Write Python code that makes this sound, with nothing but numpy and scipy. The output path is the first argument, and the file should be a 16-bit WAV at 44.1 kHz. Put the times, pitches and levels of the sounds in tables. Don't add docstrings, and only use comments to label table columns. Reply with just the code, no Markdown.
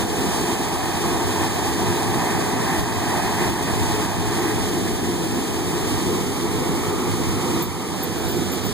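import sys
import numpy as np
from scipy import signal
from scipy.fft import rfft, irfft, next_fast_len
from scipy.io import wavfile
from scipy.ndimage import uniform_filter1d

SR = 44100
rng = np.random.default_rng(int(sys.argv[2]) if len(sys.argv) > 2 else 0)


def store_pcm(level_fs):
    pcm = np.round(np.clip(level_fs, -1, 1) * 32767).astype(np.int16)
    wavfile.write(sys.argv[1], SR, np.atleast_2d(pcm).T)


N = 384993

# t/s, level/dB
ROAR_LEVEL = [(0, -23), (0.4, -26), (0.8, -28), (1.4, -27), (2.4, -25.5), (3.1, -26), (4.2, -26),
              (4.8, -26.5), (5.3, -27), (6.2, -25), (7.5, -26.5), (7.9, -27), (8.35, -26), (8.73, -27.5)]
EDGE_LEVEL = [(0, -41.5), (1.2, -46), (3.2, -52), (3.9, -56), (5.2, -54), (6.7, -40), (7.6, -39.5),
              (8.73, -40.5)]
# t/s, level/dB
SPLASH_LEVEL = [(0, -28), (2.1, -27), (3.4, -27), (4.4, -29), (5.05, -33.5), (5.8, -31.5), (6.3, -32.0),
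                (6.7, -30), (7.4, -31), (7.9, -31.5), (8.73, -34)]
SPRAY_LEVEL = [(0, -33.5), (0.4, -33.5), (0.9, -34.5), (2.6, -35.5), (3.9, -34.5), (4.55, -35),
               (5.1, -37.5), (5.55, -36.5), (6, -35), (6.6, -36), (8.73, -36)]
BUFFET_LEVEL = [(0, -34), (0.7, -39), (1.5, -36.5), (2.2, -40.5), (3.8, -35.5), (4.5, -36.5), (5.4, -40),
                (6.2, -35.5), (7.4, -38), (7.9, -42), (8.3, -38), (8.73, -43)]
# f/Hz, level/dB
ROAR_SPECTRUM = [(80, -39), (135, -8), (165, -2.5), (200, -2.5), (217, -5), (240, -1.5), (270, -1.5),
                 (292, -3.5), (325, 1.5), (365, -1), (388, -5.5), (403, -1.2), (426, 0.9), (460, -9.5),
                 (505, -10.5), (540, -21), (800, -39), (1600, -41)]
EDGE_SPECTRUM = [(420, -16), (470, 3), (520, -1.5), (560, -15), (620, -35)]
SPLASH_SPECTRUM = [(380, -45), (560, -0.5), (700, 3), (820, 2.5), (1080, -2.2), (1250, -1.3), (1420, -6.5),
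                   (1620, -7.8), (2100, -12), (2500, -5.5), (3200, -60), (5000, -47)]
SPRAY_SPECTRUM = [(900, -28), (1800, 2), (2550, -0.5), (3150, 2.5), (4500, -1), (6200, -1.45), (7500, -1),
                  (8400, 3), (9500, -3.5), (10500, -9.8), (12000, -11.5), (13200, -7), (15500, -9.5)]
BUFFET_SPECTRUM = [(15, -42), (33, -30), (55, -11), (75, -8.5), (96, -3), (125, -5.5), (180, -31),
                   (400, -61)]
BOOM_SPECTRUM = [(295, -52), (322, -1.5), (342, 4.5), (360, 8), (373, -12), (395, -40)]
GUST_SPECTRUM = [(20, -41), (38, -17), (55, -13), (75, -5), (130, -3.5), (300, -38)]
TYRE_SPECTRUM = [(500, -28), (800, -2), (1150, 5), (1400, 1), (1750, 8.5), (2050, 8.5), (2400, 6),
                 (4000, -36), (8000, -17)]
THUD_SPECTRUM = [(110, -33), (155, 6.5), (210, -1), (260, 8), (310, -20), (400, -52)]
# t/s, side gain/dB
WATER_WIDTH = [(0, -1.5), (5.3, -2), (6.5, 1), (7.9, -0.5), (8.25, -3), (8.73, -7)]
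# t/s, lag/s, amplitude ratio
ROAD_REFLECTION = [(0, 0.0011, 0.48), (2.5, 0.0011, 0.55), (4.3, 0.0011, 0.45), (5.4, 0.0011, 0.36),
                   (6.2, 0.001, 0.38), (7.1, 0.00096, 0.3), (7.7, 0.00095, 0.5), (8.05, 0.0011, 0.33),
                   (8.73, 0.0015, 0)]
# t/s, depth/dB, hold/s
LEVEL_DIPS = [(0.024, 2.5, 0.027), (0.537, 1, 0.28), (2.474, 0.5, .02), (2.804, 2, 0.03), (3.498, 2, .02),
              (4.06, 1.5, 0.098), (6.204, 1, 0.19), (6.9, 1.5, .01), (7.628, 3, 0.17), (8.015, 1.5, 0.019)]
# t/s, spread/s, level/dB
SURGE_BELLS = [(0.23, 0.061, -3), (0.5, 0.062, -2), (1.05, 0.081, 0.5), (1.39, 0.068, -1.5),
               (1.72, 0.028, -4), (1.9, 0.048, -2), (2.12, 0.03, 0), (2.42, 0.037, -8), (2.74, 0.023, -2),
               (3.16, 0.059, -9), (3.47, 0.085, 0), (3.95, 0.035, -16), (4.44, 0.058, 1),
               (4.74, 0.054, 0.5), (4.89, 0.049, -2.5), (5.1, 0.031, -5), (5.32, 0.2, -5),
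               (5.74, 0.047, -2.5), (6.11, 0.042, 2.5), (6.43, 0.024, 0.5), (6.69, 0.078, -8),
               (6.96, 0.088, -5), (7.18, 0.094, -5.5), (7.54, 0.065, 0), (8.39, 0.028, 0.5)]
GUST_BELLS = [(0.95, .04, -32), (1.1, 0.042, -34), (1.27, 0.04, -31), (1.7, 0.036, -27), (2.15, 0.05, -25),
              (2.815, 0.033, -20), (3.49, 0.049, -23), (3.81, .05, -27), (7.3, 0.05, -22), (7.7, .06, -25),
              (8.25, 0.063, -30), (8.67, 0.039, -33)]
THUD_BELLS = [(2.42, .05, 0), (2.58, 0.035, 1), (4.8, 0.042, 0), (5.33, .04, 1), (6.02, 0.038, -8),
              (6.28, 0.024, 0), (6.65, 0.054, 1), (7.05, 0.052, -8), (7.47, .035, -1), (8.42, .05, 0)]
# t/s, rise/dB
PUDDLE_FLARES = [(2.28, 4), (2.71, 8), (3.42, 9), (4.48, 9)]
# t/s, firing rate/Hz, level/dB
ENGINE_FIRING = [(0, 100, -62), (1.5, 103, -43), (2.2, 106, -37.5), (3.0, 106, -46), (4.3, 108, -39),
                 (5.0, 102, -46), (5.6, 106, -43.5), (8.73, 108, -43)]
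# t/s, contact length/s, lower modes/dB, upper modes/dB, scuff/dB
FINGER_TOUCHES = [(7.62, 0.011, -38, -34, -29), (8.025, .010, -35, -40, -29), (8.17, .02, -64, -45, -62),
                  (8.279, .016, -45, -52, -58), (8.298, .02, -56, -36.5, -64), (8.358, .014, -58, -44, -62),
                  (8.516, .02, -39.5, -43, -56), (8.64, .016, -48, -38, -55)]
# f/Hz, level/dB, t60/s
CASE_RESONANCES = [(11400, -9, .025), (12340, -8, .018), (12500, 6, 0.036), (14780, 0, .055),
                   (15280, -6, .02)]
# f/Hz, level/dB
SIDE_LEVEL = [(50, 18.5), (90, 6), (130, -1.5), (180, -1), (250, -9.5), (350, -16.5), (440, -7), (540, 7),
              (680, -1.5), (900, -12), (1250, -4.5), (1700, -1.5), (2200, -3), (2700, -1), (3300, 0.2)]
# f/Hz, coherence (0-1)
SIDE_COHERENCE = [(50, 0.74), (180, 0.83), (270, 0.55), (350, 0.25), (440, 0.81), (550, 0.33), (680, 1),
                  (900, 0.54), (1250, 0.25), (1700, 0.63), (2250, 0.87), (3300, 0.2), (4700, 0.29),
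                  (7500, 0.6), (9000, 1), (10400, .5), (11700, 0.37)]
# f/Hz, phase/rad
SIDE_PHASE = [(50, -1.5), (100, -2), (320, -1.5), (400, -0.5), (510, 3), (600, -1.2), (900, -1), (1200, -2),
              (1600, 0), (2200, 1), (3300, -1), (4500, 0)]
# t/s, left minus right/dB
COLUMN_BEARING = [(0, 0.1), (3, -0.1), (5.3, 0.5), (6.5, -0.9), (7.7, -1), (8.2, -3), (8.73, -6)]
# f/Hz, right minus left/dB
TREBLE_BALANCE = [(1200, 0.12), (2200, 0), (9000, 1.2), (13000, 0.34)]


def from_db(db):
    return 10 ** (np.asarray(db) / 20)


def rms(x):
    return np.sqrt(np.mean(x ** 2) + 1e-20)


def in_time(rows):
    s, *columns = np.transpose(rows)
    return [np.interp(np.arange(N) / SR, s, c) for c in columns]


def level(curve, trim_db=0):
    return in_time(curve)[0] + trim_db


def bin_hz():
    return np.fft.rfftfreq(2 * next_fast_len(N // 2 + 1), 1 / SR)


def per_bin(points):
    hz, value = np.transpose(points)
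    return np.interp(np.log(bin_hz() + 1e-9), np.log(hz), value)


def drift(corner_hz):
    hz = bin_hz()
    white = rfft(rng.standard_normal(2 * len(hz) - 2))
    slow = irfft(white / (1 + (hz / corner_hz) ** 2))[:N]
    return slow / rms(slow)


def bells(rows):
    now = np.arange(0, N, 20) / SR
    gain = sum(from_db(db) * np.exp(-.5 * ((now - s) / spread) ** 2) for s, spread, db in rows)
    return np.interp(np.arange(N) / SR, now, gain)


def stereo(mid, side):
    return np.array([mid + side, mid - side])


def port_noise(spectrum):
    shared, own = rfft(rng.standard_normal((2, 2 * len(bin_hz()) - 2))) * from_db(per_bin(spectrum))
    coherence = np.clip(per_bin(SIDE_COHERENCE), 0, 1)
    apart = coherence * np.exp(1j * per_bin(SIDE_PHASE)) * shared + np.sqrt(1 - coherence ** 2) * own
    mid = irfft(shared)[:N]
    side = irfft(apart * from_db(per_bin(SIDE_LEVEL)))[:N]
    return stereo(mid, side) / rms(mid)


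def rush(level_db, spectrum, clump_db, clump_hz, width_db=0):
    left, right = from_db(level_db + clump_db * drift(clump_hz)) * port_noise(spectrum)
    return stereo((left + right) / 2, (left - right) / 2 * from_db(width_db))


def even_noise(spectrum):
    noise = port_noise(spectrum)
    power = uniform_filter1d(np.mean(noise ** 2, axis=0), size=SR // 12)
    return noise / np.sqrt(np.abs(power) + 0.097 * rms(noise) ** 2)


def column_roar(throb_db, surge, swell_db=1.5):
    level_db = level(ROAR_LEVEL, trim_db=-0.9) + throb_db + swell_db * surge
    return rush(level_db, ROAR_SPECTRUM, clump_db=0.58, clump_hz=17)


def roar_edge():
    return rush(level(EDGE_LEVEL, trim_db=1), EDGE_SPECTRUM, clump_db=2.4, clump_hz=8,
                width_db=level(WATER_WIDTH, trim_db=-18))


def road_splash(throb_db):
    level_db = level(SPLASH_LEVEL, trim_db=-1.22) + throb_db
    return rush(level_db, SPLASH_SPECTRUM, clump_db=0.84, clump_hz=13, width_db=level(WATER_WIDTH))


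def off_the_road(sound):
    lag_s, strength = in_time(ROAD_REFLECTION)
    samples = np.arange(N)
    echo = np.array([np.interp(samples - lag_s * SR, samples, port) for port in sound])
    return (sound + strength * echo) / np.sqrt(1 + strength ** 2)


def spray_hiss(throb_db):
    level_db = level(SPRAY_LEVEL, trim_db=2.5) + throb_db
    return rush(level_db, SPRAY_SPECTRUM, clump_db=0.61, clump_hz=21)


def ring(force, hz, t60):
    decay, step_rad = from_db(-60 / (t60 * SR)), 2 * np.pi * hz / SR
    poles = [1, -2 * decay * np.cos(step_rad), decay * decay]
    return signal.lfilter([0, np.sin(step_rad)], poles, force + 1e-18)


def near_drops(per_s=560, trim_db=-17.5, spread_db=8, cycles=8.8, pitches=16):
    born = rng.random((2, N)) < per_s / SR
    sizes = from_db(spread_db * np.minimum(rng.exponential(1, (2, N)), 4))
    clicks = born * sizes * rng.choice([-1, 1], (2, N))
    pitch_index = rng.integers(0, pitches, (2, N))
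    patter = sum(ring(clicks * (pitch_index == k), hz, cycles / hz)
                 for k, hz in enumerate(np.geomspace(3000, 10000, pitches)))
    return from_db(level(SPRAY_LEVEL, trim_db)) * patter / rms(patter)


def air_buffet():
    return rush(level(BUFFET_LEVEL, trim_db=-2), BUFFET_SPECTRUM, clump_db=0.5, clump_hz=1.3)


def dip_gain(attack_s=0.014, release_s=0.23):
    now = np.arange(N) / SR
    depth_db = sum(np.interp(now, s + np.cumsum([0, attack_s, hold, release_s]), [0, db, db, 0])
                   for s, db, hold in LEVEL_DIPS)
    return from_db(-depth_db)


def surge_boom(surge, level_db=-28.3):
    return surge * from_db(level_db) * even_noise(BOOM_SPECTRUM)


def gusts(trim_db=-3.2):
    return from_db(trim_db) * bells(GUST_BELLS) * even_noise(GUST_SPECTRUM)


def tyre_swish(nearest_s=2.85, nearest_m=7.5, m_per_s=4, nearest_db=-39.5, db_per_decade=37):
    now = np.arange(N) / SR
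    distance_m = np.hypot(m_per_s * (now - nearest_s), nearest_m)
    loss_db = db_per_decade * np.log10(distance_m / nearest_m)
    puddle_db = sum(db * np.exp(-.5 * ((now - s) / 0.043) ** 2) for s, db in PUDDLE_FLARES)
    return rush(nearest_db - loss_db + puddle_db, TYRE_SPECTRUM, clump_db=0.8, clump_hz=13)


def engine_hum(waver=0.056, throb_db=5.5, side_db=5.5):
    firing_hz, level_db = in_time(ENGINE_FIRING)
    phase = 2 * np.pi * np.cumsum(firing_hz * (1 + waver * drift(11.9))) / SR
    note = stereo(np.sin(phase), -np.cos(phase) * from_db(side_db))
    return from_db(level_db + throb_db * drift(9.3)) * note


def slab_thuds(trim_db=-29):
    return from_db(trim_db) * bells(THUD_BELLS) * even_noise(THUD_SPECTRUM)


def case_ticks(trim_db=10, right_db=-17, split_hz=13500, scuff_hz=11000):
    ticks, age = np.zeros(N), np.arange(SR // 8) / SR
    high_pass = signal.butter(4, scuff_hz, "high", fs=SR, output="sos")
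    for s, length, lower_db, upper_db, scuff_db in FINGER_TOUCHES:
        contact = (2 * age / length) * np.exp(1 - 2 * age / length)
        scuff = rng.standard_normal(len(age)) * contact
        tick = from_db(scuff_db) * signal.sosfilt(high_pass, scuff)
        for hz, mode_db, t60 in CASE_RESONANCES:
            tone = ring(scuff, hz, t60)
            touch_db = lower_db if hz < split_hz else upper_db
            tick += tone / np.abs(tone).max() * from_db(mode_db + touch_db)
        start = int(s * SR)
        ticks[start:start + len(age)] += tick[:N - start]
    return ticks * from_db(trim_db + np.array([[0], [right_db]]))


def comb(late, flatten=0.082):
    gain = (1 + late) / np.sqrt(1 + np.abs(late) ** 2)
    return gain * np.sqrt((1 + flatten) / (1 + flatten * np.abs(gain) ** 2))


def scene():
    throb_db = 0.31 * drift(corner_hz=19)
    surge = bells(SURGE_BELLS)
    roar = column_roar(throb_db, surge)
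    road = off_the_road(road_splash(throb_db) + tyre_swish())
    spray = spray_hiss(throb_db)
    wind = air_buffet() + gusts()
    street = roar + road + wind + near_drops() + engine_hum()
    street += roar_edge() + surge_boom(surge) + slab_thuds()
    dip = dip_gain()
    return street * dip + spray * dip ** 1.3 + case_ticks()


def record(dry):
    lag_samples, cutoff_hz = 16, 15500
    hz = bin_hz()
    pan = from_db(level(COLUMN_BEARING) * np.array([[.5], [-.5]]))
    left, right = rfft(dry * pan, 2 * len(hz) - 2)
    crossfeed = per_bin([(400, 0), (1500, 1)])
    late = crossfeed * np.exp(-2j * np.pi * hz * lag_samples / SR)
    mid = (left + right) / 2 * comb(-late)
    side = (left - right) / 2 * comb(late)
    balance = from_db(per_bin(TREBLE_BALANCE) * np.array([[-.5], [.5]]))
    low_pass = np.clip((cutoff_hz - hz) / 100 + .5, 0, 1)
    return irfft(stereo(mid, side) * balance * low_pass)[:, :N]


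dry = scene()
out = record(dry)
store_pcm(out)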